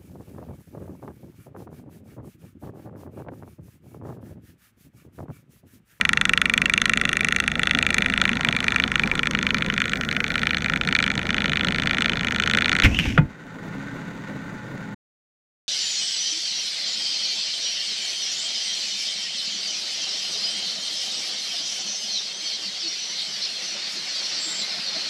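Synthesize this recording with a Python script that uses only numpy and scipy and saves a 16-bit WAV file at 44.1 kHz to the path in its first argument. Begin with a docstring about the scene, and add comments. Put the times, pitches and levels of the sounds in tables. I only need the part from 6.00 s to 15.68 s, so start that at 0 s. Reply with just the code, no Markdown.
"""An idling boat engine knocks twice a shaft turn, heard under water from inside a fish trap.
Its slack drive strikes and rebounds, and dispersion in shallow water draws each knock into a short
falling chirp. Beneath lie the throb of the shaft, machinery drones, hull rumble and propeller wash.
Near 7 s the trap jolts: its mesh scrapes, squeaks and snaps taut, and blows ring the frame.
The knocking stops, and a dull churning runs on until the sound cuts off."""
import sys
import numpy as np
from scipy import signal
from scipy.fft import rfft, irfft, next_fast_len
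from scipy.io import wavfile

SR = 44100
rng = np.random.default_rng(int(sys.argv[2]) if len(sys.argv) > 2 else 0)


def transcribe(u):
    """Save the signal u as a 16-bit wav file named by the first command-line argument.

    u: samples, shape (n,) or (channels, n), limited to [-1, 1]; the rate is SR.
    q: integer samples, one column per channel.
    """
    v = np.clip(np.atleast_2d(u).T, -1, 1)
    q = np.round(v * 32767).astype(np.int16)
    wavfile.write(sys.argv[1], SR, q)


N = 426888
TIME = np.arange(N) / SR


def gain_of(db):
    """The decibel law: amplitude grows tenfold every 20 dB."""
    return 10 ** (np.asarray(db) / 20)


def unit_rms(x):
    """Normalisation to an rms of 1."""
    return x / np.sqrt(np.mean(x ** 2) + 1e-20)


def spectrum(points, hz):
    """Interpolation of levels on a logarithmic frequency axis."""
    f, db = np.transpose(points)
    return np.interp(np.log(hz + 1), np.log(f + 1), db)


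def ripple(bands, hz):
    """Lorentzian peaks and dips, summed in dB."""
    return sum(db / (1 + (2 * (hz - f) / width) ** 2) for f, width, db in bands)


def follow(rows, t):
    """Linear interpolation in time of each column of a table."""
    s, *columns = np.transpose(rows)
    return [np.interp(t, s, column) for column in columns]


def add(mix, s, sound):
    """Superposition of a sound starting at time s."""
    part = mix[max(0, round(s * SR)):][:len(sound)]
    part += sound[:len(part)]


def coloured(x, colour, bands=()):
    """Spectral shaping by a broad envelope and narrow bands, at rms 1."""
    size = next_fast_len(len(x), True)
    grid = np.linspace(0, SR / 2, 8193)
    gain = gain_of(spectrum(colour, grid) + ripple(bands, grid))
    shaped = rfft(x, size) * np.interp(np.fft.rfftfreq(size, 1 / SR), grid, gain)
    return unit_rms(irfft(shaped, size)[:len(x)])


def wander(hz, t=TIME):
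    """Random modulation of rms 1, with hz new values a second."""
    return unit_rms(np.interp(t * hz, np.arange(4096), rng.standard_normal(4096)))


def rough_noise(depth_db, hz, t=TIME):
    """White noise under random amplitude modulation."""
    return rng.standard_normal(len(t)) * gain_of(depth_db * wander(hz, t))


def resonate(x, hz, width_hz):
    """A resonance of unit gain whose centre follows the curve hz."""
    carrier = np.exp(2j * np.pi * np.cumsum(hz) / SR)
    pole = np.exp(-np.pi * width_hz / SR)
    return 2 * (carrier * signal.lfilter([1 - pole], [1, -pole], x / carrier)).real


def minimum_phase(db):
    """The Hilbert relation gives the causal response with this gain."""
    log_gain = np.log(gain_of(np.r_[db, db[-2:0:-1]]))
    return np.exp(np.conj(signal.hilbert(log_gain)))[:len(db)]


# Churning before and after the jolt: t/s, rumble level/dB, wash level/dB
CHURN = [(0, -31.5, -40), (1.3, -30, -39), (2.8, -28.5, -35.5), (4, -29, -40.5), (5, -29.5, -40),
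         (5.6, -27.5, -39), (6.8, -29, -38)]
CHURN_AFTER = [(7.25, -36.5, -43), (7.36, -42.5, -41.5), (7.5, -34, -39), (7.75, -31.5, -34),
               (8.3, -32, -34.5), (8.94, -33.5, -36.5)]
# Spectra of hull rumble and propeller wash, before and after: f/Hz, level/dB
RUMBLE = [(10, -20.5), (32, -4.5), (47, -7.5), (62, -24), (90, -7.5), (150, -2.5), (215, 0), (270, -1.5),
          (330, -7.5), (470, -8), (600, -11.5), (1000, -15), (2000, -56)]
RUMBLE_AFTER = [(10, -17), (40, -13.5), (85, -15.5), (130, 0.5), (200, -5), (280, -0.5), (340, -10),
                (550, -12.5), (750, -20.5), (1000, -18), (2000, -52)]
WASH = [(500, -7.5), (1100, -3.5), (1430, 1.5), (1900, -3.5), (2300, -3.5), (2800, -25.5), (3700, -23),
        (5200, -25), (6600, -23.5), (8300, -37.5), (14500, -48), (16000, -74.5)]
WASH_AFTER = [(500, -11.5), (1250, -6), (1480, 4.5), (1600, 0.5), (1665, -15.5), (1790, 0.5), (2600, -14),
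              (3700, -16.5), (5300, -24.5), (6700, -21.5), (8200, -29.5), (10000, -40), (14700, -46.5),
              (16000, -83)]
# Resonances and dead bands of a camera housing in the trap: f/Hz, width/Hz, gain/dB
HOUSING = [(1500, 77, 5.5), (1531, 130, -12.5), (2070, 100, -2), (2475, 161, 7.5), (2541, 235, -23.5),
           (2574, 178, 15.5), (3240, 130, -2), (3480, 340, 8), (3850, 300, -2.5), (4920, 180, -5),
           (7250, 400, -8.5), (10950, 340, -5), (12300, 600, -11.5)]
# Hollows in the wash once the trap has settled: f/Hz, width/Hz, gain/dB
HOLLOWS = [(3240, 150, -5.5), (3670, 300, 2.5), (4140, 130, -2.5), (5330, 220, -6.5), (8050, 400, -4),
           (13600, 900, -2), (16050, 1530, -16)]

def churning(curve, rumble, wash, bands, rumble_db, wash_db, grain_db=3.5):
    """Modulated noise: the hull radiates engine rumble and the propeller stirs up bubbles."""
    low_db, high_db = follow(curve, TIME)
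    hull = coloured(rough_noise(depth_db=3.03, hz=60), rumble)
    flutter_db = 1.1 * wander(90)
    noise = rng.standard_normal(N)
    spikes_db = grain_db * np.minimum(rng.exponential(1, N), 6)
    bubbles = coloured(noise * gain_of(spikes_db + flutter_db), wash, bands)
    return gain_of(low_db + rumble_db) * hull + gain_of(high_db + wash_db) * bubbles


# Climbing interference notches, one table each: t/s, f/Hz, depth (0-1)
NOTCHES = [
    [(0, 665, 0.15), (1, 910, 1), (2, 1100, 0.7), (2.6, 1310, 0.3)],
    [(1.8, 440, 0), (2.7, 554, 0.46), (3.5, 750, 0.75), (4.5, 1090, 0.9), (5.5, 1210, 0.2)],
]
# Centre of the engine's boom: t/s, f/Hz
BOOM = [(0, 220), (1.5, 233), (3, 241), (4, 174), (6.8, 192)]

def shallows(x, boom_gain=0.66):
    """Multipath interference: as the boat moves, the water cancels some bands and lifts a low one."""
    for rows in NOTCHES:
        hz, depth = follow(rows, TIME)
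        x = x - np.clip(depth, 0, 1) * resonate(x, hz, width_hz=220)
    return x + boom_gain * resonate(x, follow(BOOM, TIME)[0], width_hz=70)


def swell(level_db=-38):
    """Forced resonance: propeller wash rises and falls in two modes of the trap."""
    envelope = np.interp(TIME, [3.5, 3.95, 4.3, 4.7], [0.27, 1, 1, 0.26])
    response = [(700, -42), (1200, -16.5), (1450, 8.5), (1680, -10), (1950, 2), (2200, -12.5),
                (2800, -34), (6000, -37)]  # f/Hz, level/dB
    return gain_of(level_db) * envelope * coloured(rough_noise(depth_db=2, hz=60), response)


# Machinery tones before and after the jolt: f/Hz, relative level/dB
DRONE = [(114, -1.5), (151, 3), (352, -8), (470, -6.5), (479, -10.5), (550, -12.5)]
DRONE_AFTER = [(115, -3.5), (167, -0.5), (203, 4), (270, -1), (532, -10.5), (862, -9)]

def drone(lines, curve, level_db, waver, flutter_db=3):
    """A line spectrum: machinery tones waver by a share of their pitch and follow the rumble's level."""
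    t, tones = TIME[::8], 0
    for hz, db in lines:
        amplitude = gain_of(db + flutter_db * wander(10, t))
        cycles = np.cumsum(hz * (1 + waver * wander(20, t))) * t[1]
        tones += amplitude * np.sin(2 * np.pi * cycles)
    return gain_of(level_db + follow(curve, TIME)[0]) * np.interp(TIME, t, tones)


# Engine orders: multiple of the shaft speed, relative level/dB
ORDERS = [(1, -4.5), (2, -0.5), (3, 1.5), (4, -13.5), (5, -5), (6, -3), (7, 3.5), (8, 4.5), (9, 2),
          (10, -2)]

def throb(turns, level_db=-13):
    """Harmonics of the shaft's rotation, each wavering in amplitude and phase."""
    t, harmonics = TIME[::8], 0
    for order, db in ORDERS:
        amplitude = gain_of(db) * (1 + .3 * wander(7, t))
        phase = 2 * np.pi * (order * turns[::8] + rng.random()) + .4 * wander(4, t)
        harmonics += amplitude * np.sin(phase)
    return gain_of(level_db + follow(CHURN, TIME)[0]) * np.interp(TIME, t, harmonics)


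def mesh_hiss(level_db=-47):
    """Friction noise of the mesh: faint at first, strongest in the slide, then almost gone."""
    envelope = np.interp(TIME, [6.83, 6.85, 7.13, 7.2], [0.16, 0.95, 0.7, 0.011])
    colour = [(3000, -18.5), (5800, 11), (9000, -7), (15000, -15.5), (16000, -42)]  # f/Hz, level/dB
    return gain_of(level_db) * envelope * coloured(rng.standard_normal(N), colour)


def mesh_squeak(start_s=6.89, length_s=0.19, low_hz=2250, top_hz=2970, width_hz=400, level_db=-30):
    """Stick-slip friction of mesh on frame: pitch and strength rise and fall with the pull."""
    out, t = np.zeros(N), np.arange(0, length_s, 1 / SR)
    pull = np.sin(np.pi * t / length_s)
    hz = low_hz + (top_hz - low_hz) * pull
    slips = rough_noise(depth_db=4, hz=200, t=t)
    rub = resonate(resonate(slips, hz, width_hz), hz, width_hz)
    add(out, start_s, gain_of(level_db) * pull * unit_rms(rub))
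    return out


# Course of the drag: t/s, shudder level/dB, scrape level/dB
DRAG = [(6.82, -54, -47.5), (6.85, -12, -41), (6.9, -24.5, -36.5), (6.98, -28, -46), (7.01, -29, -33.5),
        (7.07, -23.5, -32), (7.16, -28, -40.5), (7.21, -18.5, -62), (7.34, -53.5, -76)]
# Spectra of the trap's shudder and the net's scrape: f/Hz, level/dB
SHUDDER = [(10, -7), (30, -1), (85, 7.5), (150, -4), (280, 3.5), (380, -14.5), (800, -27.5), (1600, -63.5)]
SCRAPE = [(300, -18), (1100, -23.5), (1500, -2), (2300, 5), (2900, 4), (3700, -7), (4500, -13.5),
          (5800, -11), (9000, -26.5), (15000, -31), (16000, -60.5)]

def trap_drag(trim_db=-1):
    """Sliding friction: the dragged trap shudders and its net scrapes."""
    shudder_db, scrape_db = follow(DRAG, TIME)
    dragging = (TIME > DRAG[0][0]) & (TIME < DRAG[-1][0])
    shudder = gain_of(shudder_db) * coloured(rng.standard_normal(N), SHUDDER)
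    scrape = gain_of(scrape_db) * coloured(rough_noise(depth_db=3.5, hz=400), SCRAPE)
    return gain_of(trim_db) * dragging * (shudder + scrape)


# Snaps of mesh and frame: t/s, level/dB, T60/s, f/Hz
SNAPS = [(6.835, -10, 0.089, 1980), (6.847, -6, 0.031, 1920), (6.854, -12, 0.08, 2280),
         (6.9462, -17.5, .025, 2770), (6.989, -4, 0.011, 3080), (6.997, -13, 0.025, 2920),
         (7.005, -21.5, 0.031, 2920), (7.055, -19.5, 0.032, 2400)]

def mesh_snaps():
    """Transient excitation: each snap to tautness is a decaying noise burst with one resonance."""
    out, t = np.zeros(N), np.arange(SR // 4) / SR
    for s, db, t60, hz in SNAPS:
        burst = coloured(rng.standard_normal(len(t)), SCRAPE)
        ring = resonate(burst, np.full(len(t), hz), width_hz=445)
        add(out, s, gain_of(db - 60 * t / t60) * unit_rms(burst + 2 * ring))
    return out


# Blows to the frame: t/s, thump level/dB, f/Hz, T60/s, ring and crunch level/dB
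THUMPS = [(6.826, -11, 38, 0.24, -28), (6.854, -6, 96.3, 0.055, -21), (6.986, -13.5, 165, .07, -30.5),
          (7.053, -17, 55, .13, -28), (7.176, 2.5, 153, 0.05, -13), (7.215, -10.5, 141, 0.053, -40.5)]
# Modes of the frame: f/Hz, relative level/dB, T60/s
FRAME_MODES = [(525, -11, 0.16), (727, -21, .1), (885, -8, 0.15), (1430, 2, 0.075), (1930, -18, 0.12),
               (2090, -7, 0.088), (2480, -5.5, 0.088), (2520, -21, .08), (3009, -12, .08),
               (3370, -10.5, .06)]
# Spectrum of a blow's crunch: f/Hz, level/dB
CRUNCH = [(200, 1), (900, -1.5), (1500, 4), (2300, -4), (3400, -16.5), (4500, -29), (7000, -36.5),
          (15000, -60.5)]

def frame_thumps(modes_db=-4, crunch_db=3, crunch_t60=0.06, push_delay_s=.006, rise_s=0.02):
    """Damped free vibration: blows crunch, ring the frame's modes and set the housing swinging."""
    out, t = np.zeros(N), np.arange(SR // 4) / SR
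    attack = np.minimum(t / 0.0022, 1)
    for s, db, hz, t60, ring_db in THUMPS:
        modes = sum(gain_of(mode_db - 60 * t / mode_t60) * np.sin(2 * np.pi * (f * t + rng.random()))
                    for f, mode_db, mode_t60 in FRAME_MODES)
        crunch = gain_of(crunch_db - 60 * t / crunch_t60) * coloured(rng.standard_normal(len(t)), CRUNCH)
        add(out, s, gain_of(ring_db) * attack * (gain_of(modes_db) * modes + crunch))
        # the heavy housing starts to swing a moment after the blow
        swing = np.minimum(t / rise_s, 1) * gain_of(db - 60 * np.maximum(t - rise_s / 2, 0) / t60)
        add(out, s + push_delay_s, -swing * np.sin(2 * np.pi * hz * t))
    return out


# Spectrum of a knock, early and late: f/Hz, level/dB
KNOCK_EARLY = [(530, -51.5), (1050, -17), (1350, 4.5), (1900, 4), (2700, -8.5), (3600, -6), (4400, -13),
               (5000, -25.5), (6250, -12), (8000, -18.5), (10200, -23), (12000, -34.5), (14500, -42),
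               (16000, -69.5)]
KNOCK_LATE = [(530, -45.5), (1080, -14.5), (1350, 1.5), (1900, 5), (2400, -2), (3050, -10.5), (4350, -11.5),
              (5000, -23), (6300, -16.5), (8300, -24.5), (9400, -37.5), (12000, -37.5), (14700, -57),
              (16000, -68)]
# Resonances that come and go as the boat moves: f/Hz, width/Hz, gain/dB
RINGS_EARLY = [(2698, 180, 14.5), (2370, 180, 2)]
RINGS_LATE = [(3072, 160, 7), (1938, 205, -10.5)]
# Ping of the hard knocks: f/Hz, width/Hz, gain/dB
PING = [(2346, 180, 6), (1430, 160, -4.5), (3350, 590, -5)]
# Course of the ping: t/s, share (0-1)
PING_SHARE = [(1.5, 0.83), (2.3, 1), (3.4, 0.95), (5, 0.65), (6, 0.15)]

def knock_colour(s, hz, level_db, treble_db, face, cutoff_hz):
    """Filters in cascade add in dB: struck face, housing and the low cutoff of the shallow channel."""
    lateness = np.interp(s, [1.4, 3.9], [0, 1])
    early = spectrum(KNOCK_EARLY, hz) + ripple(RINGS_EARLY, hz)
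    late = spectrum(KNOCK_LATE, hz) + ripple(RINGS_LATE, hz)
    colour = (1 - lateness) * early + lateness * late + ripple(HOUSING, hz) + ripple(face, hz)
    colour += treble_db * spectrum([(2800, 0.082), (6500, 0.92)], hz)
    colour -= 10 * np.log10(1 + (cutoff_hz / (hz + 100)) ** 8)
    hardness = np.clip((level_db + 28.5) / 10, 0, 1)
    colour += follow(PING_SHARE, s)[0] * 2 * rng.random() * hardness * ripple(PING, hz)
    # each blow favours a slightly different pitch
    return colour + ripple([(rng.uniform(2200, 3200), 700, rng.uniform(0, 4))], hz)


def knock(s, level_db, treble_db, face, lag_s, cutoff_hz, onset_db=-3, scatter_db=-19, size=1024):
    """Waveguide dispersion: a blow's lows lag into a falling chirp; an echo and faint scatter follow."""
    hz, t = np.fft.rfftfreq(size, 1 / SR), np.arange(size) / SR

    def burst(t60):
        """Spectrum of exponentially decaying noise."""
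        return rfft(unit_rms(rng.standard_normal(size) * gain_of(-60 * t / t60))) / np.sqrt(size)

    response = minimum_phase(knock_colour(s, hz, level_db, treble_db, face, cutoff_hz))
    group_delay = lag_s * np.minimum(2 * cutoff_hz / (hz + 1), 2)
    dispersion = np.exp(-2j * np.pi * np.cumsum(group_delay) * SR / size)
    echo_gain, echo_s = rng.uniform(.25, .7), rng.uniform(.002, .0021)
    echo = echo_gain * np.exp(-2j * np.pi * hz * echo_s) / (1 + (hz / 3800) ** 4)
    # a brief bright noise burst softens each knock's onset and roughens its click
    onset_noise = gain_of(onset_db) * burst(t60=0.01) * hz / (hz + 2500)
    click = np.exp(-2j * np.pi * hz * 0.0002974) / (1 + (hz / 5000) ** 2)
    scatter = gain_of(scatter_db) * burst(t60=0.034) / (1 + (hz / 4500) ** 2)
    wave = irfft(response * dispersion * (onset_noise + click + scatter) * (1 + echo))
    return gain_of(level_db) * wave / np.linalg.norm(wave) * np.sqrt(.005 * SR)  # energy of 5 ms


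# How unevenly the slack drive catches: t/s, unevenness (0-1)
UNEVENNESS = [(.9, 0), (2.3, 0.31), (4, 0.97), (5.2, 1), (5.42, 0.23), (6.7, 0.4)]

def strikes(turns, place, jitter_s=.0003, stop_s=6.825):
    """Periodic impact: the times the shaft passes one place (0-1) in its turn, and their unevenness."""
    times = TIME[1:][np.diff(np.floor(turns - place)) > 0]
    times = times[times < stop_s]
    return times + jitter_s * rng.standard_normal(len(times)), follow(UNEVENNESS, times)[0]


# Lurches of the drive: t/s, duration/s, change of main knock/dB, of its treble/dB, of rebound/dB
LURCHES = [(1.423, 0.043, -7, -11, -7), (1.5, .08, -5, -4, -7.5), (2.208, 0.077, 2.5, 0, 2),
           (2.31, .12, -7, 4, -1.5), (2.59, .07, -6.5, 5, 0), (2.861, 0.048, -10, 4, -7),
           (3.944, 0.18, -3.5, 2, 1.5), (4.921, 0.066, 1, 2.5, 10), (5.7, 0.14, -5.5, 3, -0.5),
           (6.115, 0.27, -5, 0, -0.5)]

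def lurch(times):
    """Stepwise modulation: three changes in dB as the drive falters or bites for a turn or a few."""
    return sum(np.outer(change, (times > start) & (times < start + length))
               for start, length, *change in LURCHES)


# Growth of the rebound: t/s, level/dB
REBOUND = [(0, -43), (.6, -43), (.75, -32), (1.15, -26.5), (2.7, -25), (3, -31), (3.4, -26), (4.4, -23.5),
           (5.9, -20.5), (6.3, -21.5), (6.65, -16.5)]
# Resonances and hollows of the face it strikes: f/Hz, width/Hz, gain/dB
REBOUND_FACE = [(2070, 300, 3), (2480, 300, -1.5), (3120, 430, -10.5), (3900, 700, 6.5), (6130, 1800, -3)]

def rebounds(turns, force_db=3, miss_share=.28, miss_db=-38, swing_s_per_db=.0001):
    """Backlash: 0.6 turn after the main knock the drive strikes back, brighter the harder it hits."""
    out = np.zeros(N)
    times, uneven = strikes(turns, place=.855)
    force, edge = rng.standard_normal((len(times), 2)).T
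    # a very uneven drive sometimes misses, leaving only a weak tap
    missed = rng.random(len(times)) < miss_share * np.interp(uneven, [.45, 1], [0, 1])
    level = follow(REBOUND, times)[0] + lurch(times)[2]
    level += force_db * np.sqrt(uneven) * force + miss_db * missed
    hardness_db = level + 20
    treble = -2 + 0.37 * hardness_db + edge
    landings = times + swing_s_per_db * hardness_db  # a harder rebound has swung further
    for s, level_db, treble_db in zip(landings, level, treble):
        add(out, s, knock(s, level_db, treble_db, REBOUND_FACE, lag_s=.0013, cutoff_hz=1550))
    return out


# The main knock when it lands squarely: t/s, level/dB, treble tilt/dB
SQUARE_KNOCK = [(0, -11.5, 0.5), (.8, -12, 4), (1.15, -14.5, 5), (1.4, -13.5, 7.5), (1.72, -13, -2.5),
                (1.88, -13, 6), (1.98, -11.5, 8), (2.04, -14.5, -2), (2.7, -12, -4), (3.2, -14.5, -2),
                (5.4, -17, -3.5), (6.3, -15, 3.5), (6.65, -14.5, 2)]
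# Resonances and hollows of the face it strikes: f/Hz, width/Hz, gain/dB
MAIN_FACE = [(1570, 110, -3), (2745, 510, 3), (3246, 190, 3), (6210, 600, -0.5)]

def main_knocks(turns, alternation=0.41, glance_db=-10.5, glance_treble_db=12.5):
    """Impact in a slack drive, once a turn: square blows tend to alternate with weak, thin glances."""
    out = np.zeros(N)
    times, uneven = strikes(turns, place=.254)
    chance, force, edge = rng.standard_normal((len(times), 3)).T
    rocking = unit_rms(signal.lfilter([1], [1, alternation], chance))
    glance = uneven * np.clip(rocking, 0, 1)
    level, treble = follow(SQUARE_KNOCK, times) + lurch(times)[:2]
    level += glance_db * glance + 0.66 * force
    treble += glance_treble_db * glance + 0.25 * edge
    for s, level_db, treble_db in zip(times, level, treble):
        add(out, s, knock(s, level_db, treble_db, MAIN_FACE, lag_s=0.000814, cutoff_hz=1150))
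    return out


# Rotation rate of the shaft: t/s, f/Hz
SHAFT_SPEED = [(0.0, 24.84), (0.35, 24.551), (1.3, 25.983), (2.0, 25.626), (2.15, 25.919), (3.0, 25.355),
               (4.15, 25.956), (4.3, 26.348), (4.7, 26.277), (5.7, 26.42), (5.9, 26.968), (6.4, 26.188),
               (6.83, 28.906)]

def scene(jolt_s=6.85, crossfade_s=.3):
    """Superposition of knocks and jolt on a background that crossfades to the settled churning."""
    turns = np.cumsum(follow(SHAFT_SPEED, TIME)[0]) / SR
    running = shallows(churning(CHURN, RUMBLE, WASH, HOUSING, rumble_db=-5.5, wash_db=0))
    running += throb(turns) + swell() + drone(DRONE, CHURN, level_db=-13.5, waver=.009)
    settled = churning(CHURN_AFTER, RUMBLE_AFTER, WASH_AFTER, HOLLOWS, rumble_db=-4.5, wash_db=-6.5)
    settled += drone(DRONE_AFTER, CHURN_AFTER, level_db=-10.5, waver=.02)
    knocking = main_knocks(turns) + rebounds(turns)
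    jolt = trap_drag() + mesh_snaps() + frame_thumps() + mesh_squeak() + mesh_hiss()
    after = np.clip((TIME - jolt_s) / crossfade_s, 0, 1)
    return ((1 - after) * running + after * settled + jolt + knocking)[None]


def record(dry, end_s=8.946, edge_hz=16000):
    """Soft saturation near full scale, an abrupt stop and a low-pass band limit."""
    saturated = dry / (1 + dry ** 4) ** .25
    gate = np.clip((end_s - TIME) / .003, 0, 1)
    lowpass = signal.firwin(511, edge_hz, window=("kaiser", 9), fs=SR)
    return signal.oaconvolve(saturated * gate, lowpass[None], "same")


dry = scene()
out = record(dry)
transcribe(out)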